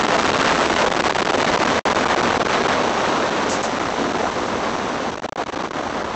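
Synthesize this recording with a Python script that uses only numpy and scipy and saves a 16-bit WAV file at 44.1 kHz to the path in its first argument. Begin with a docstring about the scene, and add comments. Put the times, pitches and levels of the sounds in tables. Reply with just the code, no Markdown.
"""A blasted concrete tower collapses, heard from the city street on one overloaded camera microphone.
Breaking slabs roar, smash, crunch and thud; behind them the ground rumbles and rubble hisses.
At first the roar slams the diaphragm from stop to stop and tears into hard crackling pulses,
then smooths as it eases. Slow pressure surges pin the diaphragm against its stop and choke
the sound for moments: the longer, the deeper."""
import sys
import numpy as np
from scipy.fft import rfft, irfft, next_fast_len
from scipy.io import wavfile
from scipy.ndimage import uniform_filter1d, map_coordinates

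SR = 44100
rng = np.random.default_rng(int(sys.argv[2]) if len(sys.argv) > 2 else 0)


def transcribe(u):
    """Save the signal u as a 16-bit wav file named by the first command-line argument.

    u: samples, shape (n,) or (channels, n), limited to [-1, 1]; the rate is SR.
    q: integer samples, one column per channel.
    """
    v = np.clip(np.atleast_2d(u).T, -1, 1)
    q = np.round(v * 32767).astype(np.int16)
    wavfile.write(sys.argv[1], SR, q)


N = 271212

# Colour of each noise at the microphone: frequency_hz, relative_db (per Hz)
RUMBLE_SPECTRUM = [(15, -19), (30, -15), (55, -3), (88, -0.5), (120, -4), (200, -36.5), (600, -95)]
TUMBLE_SPECTRUM = [(60, -19), (130, -13.5), (210, 0.5), (330, -1.5), (500, -2.5), (900, -20.5), (2500, -31)]
RUBBLE_SPECTRUM = [(200, -44), (700, -2.5), (1500, 4), (2500, 4), (4000, 2.5), (4900, -4), (6000, 1),
                   (8000, -11.5), (12000, -54.5)]
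DEBRIS_SPECTRUM = [(1000, -24), (3000, -15), (5000, -8.5), (6500, -3.5), (8000, -11), (12000, -21.5)]
THUD_SPECTRUM = [(80, -27), (180, -10), (290, 4), (450, -1.5), (800, -20), (2500, -49.5)]
CRUNCH_SPECTRUM = [(300, -22), (900, -0.5), (1600, -0.5), (2800, -10.5), (4500, -14), (9000, -43)]
SMASH_SPECTRUM = [(200, -17.5), (400, -4), (750, 0.5), (1150, -8), (1700, -16.5), (4000, -32), (9000, -51)]
HEAVE_SPECTRUM = [(2, -14), (8, -4), (25, 2), (50, -6), (120, -55), (300, -120)]
ROAR_SPECTRUM = [(20, -12), (50, 5.5), (100, -1), (150, -5), (230, -4), (400, -10.5), (700, -12),
                 (1100, -13.5), (1600, -20), (2500, -29.5), (4500, -34), (9000, -47)]
# Showers of fine debris: start_s, length_s, level_db
DEBRIS_SHOWERS = [(3.487, .09, -28), (3.623, 0.045, -29)]

# In the next four tables, 0 dB is the pressure that takes the diaphragm to its stop.
# Heavy slabs landing: start_s, level_db
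SLAB_LANDINGS = [(3.15, -5.5), (3.42, -11), (3.995, -4.5), (4.14, -5), (5.379, -14)]
# Bursts of crushed concrete: middle_s, half_length_s, level_db
CONCRETE_CRUNCHES = [(.2, 0.16, -0.5), (.46, 0.055, 10), (.8, 0.11, 2.5), (1.15, 0.14, -1), (1.45, 0.14, 0),
                     (2.22, .06, -10), (2.53, .05, -2.5), (2.7, 0.06, -7), (3.05, 0.22, -19),
                     (3.38, 0.046, -16)]
# Whole floors smashing: middle_s, half_length_s, level_db
FLOOR_SMASHES = [(.14, .05, 12), (.825, .036, 18), (2.28, .052, -2), (2.76, .15, -8.5), (3.05, .17, -10.5),
                 (4.22, .07, -7), (5.245, .025, -12), (5.358, .01, -11), (5.407, .021, -10.5)]
# The tower's roar and the slow heave of the air: time_s, roar_db, heave_db
COLLAPSE_LEVELS = [(0, 16, 3), (.6, 20.5, 2), (1.05, 18, 2.5), (1.6, 12.5, -1), (2.35, 10, 1),
                   (2.95, 0, -24), (3.5, -1, -14), (3.63, -4.5, -9.5), (3.85, 0.5, 0.5), (4.25, -3, -2),
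                   (5.05, -5, -18), (5.15, -7, -4), (5.3, -9, -11), (5.7, -3.5, -4), (5.95, -6, -7.5),
                   (6.15, -6, -4)]

# Big surges that pin the diaphragm: start_s, length_s, depth_db
BIG_SURGES = [(.024, .008, 20), (.058, .007, 22), (.07, .01, 19), (.17, .007, 17), (.234, .007, 19),
              (.308, .006, 18), (.325, .006, 18), (.379, .006, 22), (.42, .006, 18), (.433, .008, 12),
              (.744, .006, 18), (.855, .007, 20), (.887, .006, 16), (.894, .009, 20), (.906, .007, 15),
              (.93, .006, 18), (.939, .007, 19), (.957, .006, 16), (.984, .007, 17), (1.011, .01, 17),
              (1.024, .006, 26), (1.031, .006, 15), (1.085, .01, 21), (1.115, .008, 18), (1.126, .008, 19),
              (1.136, .01, 20), (1.172, .01, 16), (1.211, .007, 20), (1.234, .015, 21), (1.259, .006, 20),
              (1.279, .008, 19), (1.311, .01, 22), (1.323, .009, 17), (1.362, .007, 17), (1.434, .01, 19),
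              (1.456, .006, 18), (1.564, .009, 21), (1.579, .011, 17), (1.64, .009, 16), (1.665, .006, 17),
              (1.794, .06, 23), (1.933, .014, 23), (2.047, .008, 18), (2.074, .009, 19), (2.149, .013, 19),
              (2.219, .008, 18), (2.379, .016, 17), (2.431, .017, 20), (2.474, .007, 15), (2.626, .005, 16),
              (2.672, .009, 16), (3.299, .005, 17), (3.622, .005, 14), (3.788, .007, 18), (4.126, .006, 15),
              (4.304, .005, 18), (5.109, .006, 14), (5.146, .009, 14), (5.162, .011, 19), (5.184, .011, 19),
              (5.201, .02, 45), (5.227, .006, 22), (5.264, .023, 25), (5.294, .029, 58), (5.33, .028, 58),
              (5.364, .01, 23), (5.429, .005, 16), (5.44, .021, 27), (5.473, .007, 16), (5.504, .019, 21),
              (5.549, .009, 18), (5.578, .009, 17), (5.626, .008, 16), (5.676, .008, 11), (5.691, .017, 20),
              (5.719, .014, 22), (6.029, .005, 16), (6.037, .005, 18)]

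TIME_S = np.arange(N) / SR


def amp(db):
    """Decibels to gain."""
    return 10 ** (np.asarray(db) / 20)


def unit(x):
    """x at rms 1."""
    return x / np.sqrt(np.mean(x ** 2) + 1e-20)


def curves(rows):
    """One value per sample for each column after the time."""
    times, *columns = np.transpose(rows)
    return [np.interp(TIME_S, times, column) for column in columns]


def wobble(rate):
    """A smooth random curve, rate knots a second."""
    return map_coordinates(rng.standard_normal(int(N * rate / SR) + 4), [TIME_S * rate])


def swells(rows):
    """Gain of bell-shaped swells from rows of middle_s, half_length_s, level_db."""
    return sum(amp(db) * np.exp(-((TIME_S - middle) / half) ** 2) for middle, half, db in rows)


def filtered(x, response):
    """x times a complex response of frequency."""
    size = next_fast_len(N + SR // 2)
    return irfft(rfft(x, size) * response(np.fft.rfftfreq(size, 1 / SR)), size)[:N]


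def noise(spectrum):
    """Noise of rms 1 with the given colour."""
    knots_hz, db = np.transpose(spectrum)
    colour = lambda hz: amp(np.interp(np.log(hz + 1), np.log(knots_hz), db))
    return unit(filtered(rng.standard_normal(N), colour))


def saturate(x, hardness):
    """Linear when small, flattening towards plus and minus 1."""
    return x / (1 + np.abs(x) ** hardness) ** (1 / hardness)


def ground_rumble():
    """The street shakes as the air heaves."""
    _, heave_db = curves(COLLAPSE_LEVELS)
    return amp(-42.5 + 0.31 * heave_db) * noise(RUMBLE_SPECTRUM)


def tumbling_slabs(peak_s=4.42, rise_db_per_s=2.5, ebb_db_per_s=9):
    """Slabs tumble onto the heap in one long swell."""
    late_s = TIME_S - peak_s
    level_db = -31.5 + np.minimum(rise_db_per_s * late_s, -ebb_db_per_s * late_s)
    return amp(level_db) * noise(TUMBLE_SPECTRUM)


def rubble_hiss(grainy_db=1.5, down_s=3.07, settle_db_per_s=2.5):
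    """Countless small fragments hiss and rattle with the roar, and settle once the tower is down."""
    roar_db, _ = curves(COLLAPSE_LEVELS)
    settled_db = settle_db_per_s * np.maximum(TIME_S - down_s, 0)
    grains = unit(amp(grainy_db * wobble(400)) * noise(RUBBLE_SPECTRUM))
    return amp(-31.5 + 0.057 * roar_db - settled_db) * grains


def debris_showers(fade_db=2.5):
    """Fine debris sprays down in short bright bursts."""
    level = np.zeros(N)
    for start, length, db in DEBRIS_SHOWERS:
        age_s = TIME_S - start
        gate = np.interp(age_s, [0, 0.011, length / 2, length + 0.015], [0, 1, 1, 0])
        level += gate * amp(db - fade_db * np.clip(age_s / length, 0, 1))
    return level * noise(DEBRIS_SPECTRUM)


def slab_thuds(rise_s=0.012, fall_db_per_s=116):
    """Heavy slabs land on the heap, each with a dull blow that dies quickly."""
    level = np.zeros(N)
    for start, db in SLAB_LANDINGS:
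        age_s = np.maximum(TIME_S - start, 0)
        level += np.minimum(age_s / rise_s, 1) * amp(db - fall_db_per_s * age_s)
    return level * noise(THUD_SPECTRUM)


def concrete_crunches(gritty_db=4.5):
    """Concrete is crushed in gritty bursts."""
    return swells(CONCRETE_CRUNCHES) * unit(amp(gritty_db * wobble(500)) * noise(CRUNCH_SPECTRUM))


def tower_collapse(lumpy_db=1, crackly_db=1):
    """Pressure at the microphone: slabs roar and break over the slow heave of the air they push aside."""
    roar_db, heave_db = curves(COLLAPSE_LEVELS)
    roar = amp(roar_db + lumpy_db * wobble(25) + crackly_db * wobble(450)) * noise(ROAR_SPECTRUM)
    smashes = swells(FLOOR_SMASHES) * noise(SMASH_SPECTRUM)
    impacts = smashes + concrete_crunches() + slab_thuds()
    heave = amp(heave_db) * noise(HEAVE_SPECTRUM)
    return roar + impacts + heave


def small_surges(typical_s=0.0024, depth_db=10, slots=300):
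    """Brief chance surges, more frequent as the roar grows: rows of start_s, length_s, depth_db."""
    roar_db, _ = curves(COLLAPSE_LEVELS)
    offset, luck, size = rng.random((slots, 3)).T
    onset = ((np.arange(slots) + offset) * N / slots).astype(int)
    rate_per_s = 3 * amp(0.4 * roar_db[onset])
    happens = luck < rate_per_s * N / SR / slots
    length_s = typical_s * np.exp(0.45 * (2 * size - 1))
    return np.column_stack([onset / SR, length_s, np.full(slots, depth_db)])[happens]


def diaphragm_freedom(hold_s=0.015, sink_db_per_s=2200, ragged_db=1, edge_s=0.001):
    """Gain of 1 between surges, a weak flutter while one pins the diaphragm, sinking to 0 if it lasts."""
    pinned_db = np.zeros(N)
    for start, length, depth_db in [*BIG_SURGES, *small_surges()]:
        span = slice(int(start * SR), int((start + length) * SR))
        sunk_db = sink_db_per_s * np.maximum(TIME_S[span] - start - hold_s, 0)
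        pinned_db[span] = np.minimum(pinned_db[span], -depth_db - sunk_db)
    flutter_db = (pinned_db < 0) * ragged_db * wobble(300)
    free = amp(np.minimum(pinned_db + flutter_db, 0))
    return uniform_filter1d(free, int(edge_s * SR))


def bass_cut(x, corner_hz=331, q=0.65):
    """The microphone's low cut turns each slam from stop to stop into a short pulse with an undershoot."""
    return filtered(x, lambda hz: -hz ** 2 / (corner_hz ** 2 - hz ** 2 + 1j * hz * corner_hz / q))


def amplifier(swing, drive_db=0.5, height_db=-11, edge_hz=7000):
    """The amplifier flattens the tallest pulses to one height and rounds their edges."""
    flat = amp(height_db) * saturate(amp(drive_db) * swing, hardness=7.3)
    return filtered(flat, lambda hz: 1 / (1 + 1j * hz / edge_hz))


def scene():
    """The collapse from the street, near enough to overload the microphone."""
    travel = saturate(tower_collapse(), hardness=2.05)  # the diaphragm's stops lie at -1 and 1
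    free = diaphragm_freedom()
    pulses = amplifier(bass_cut(free * travel))
    squeeze = 1 - 0.15 * travel ** 2  # the hiss dips whenever the diaphragm nears a stop
    fragments = squeeze * rubble_hiss() + debris_showers()
    ground = ground_rumble() + tumbling_slabs()
    choke_share = 0.82  # the fragments suffer only this share of a choke's depth in dB
    return (pulses + free ** choke_share * fragments + free * ground)[None]


def record(dry, band_hz=8100, top_hz=15600):
    """The camera takes one channel and passes only a trace of the top octave."""
    band = lambda hz: 1 / (1 + (hz / band_hz) ** 140)
    trace = lambda hz: amp(-26.5) / (1 + (hz / 13500) ** 8)
    return filtered(dry[0], lambda hz: (band(hz) + trace(hz)) * (hz < top_hz))[None]


dry = scene()
out = record(dry)
transcribe(out)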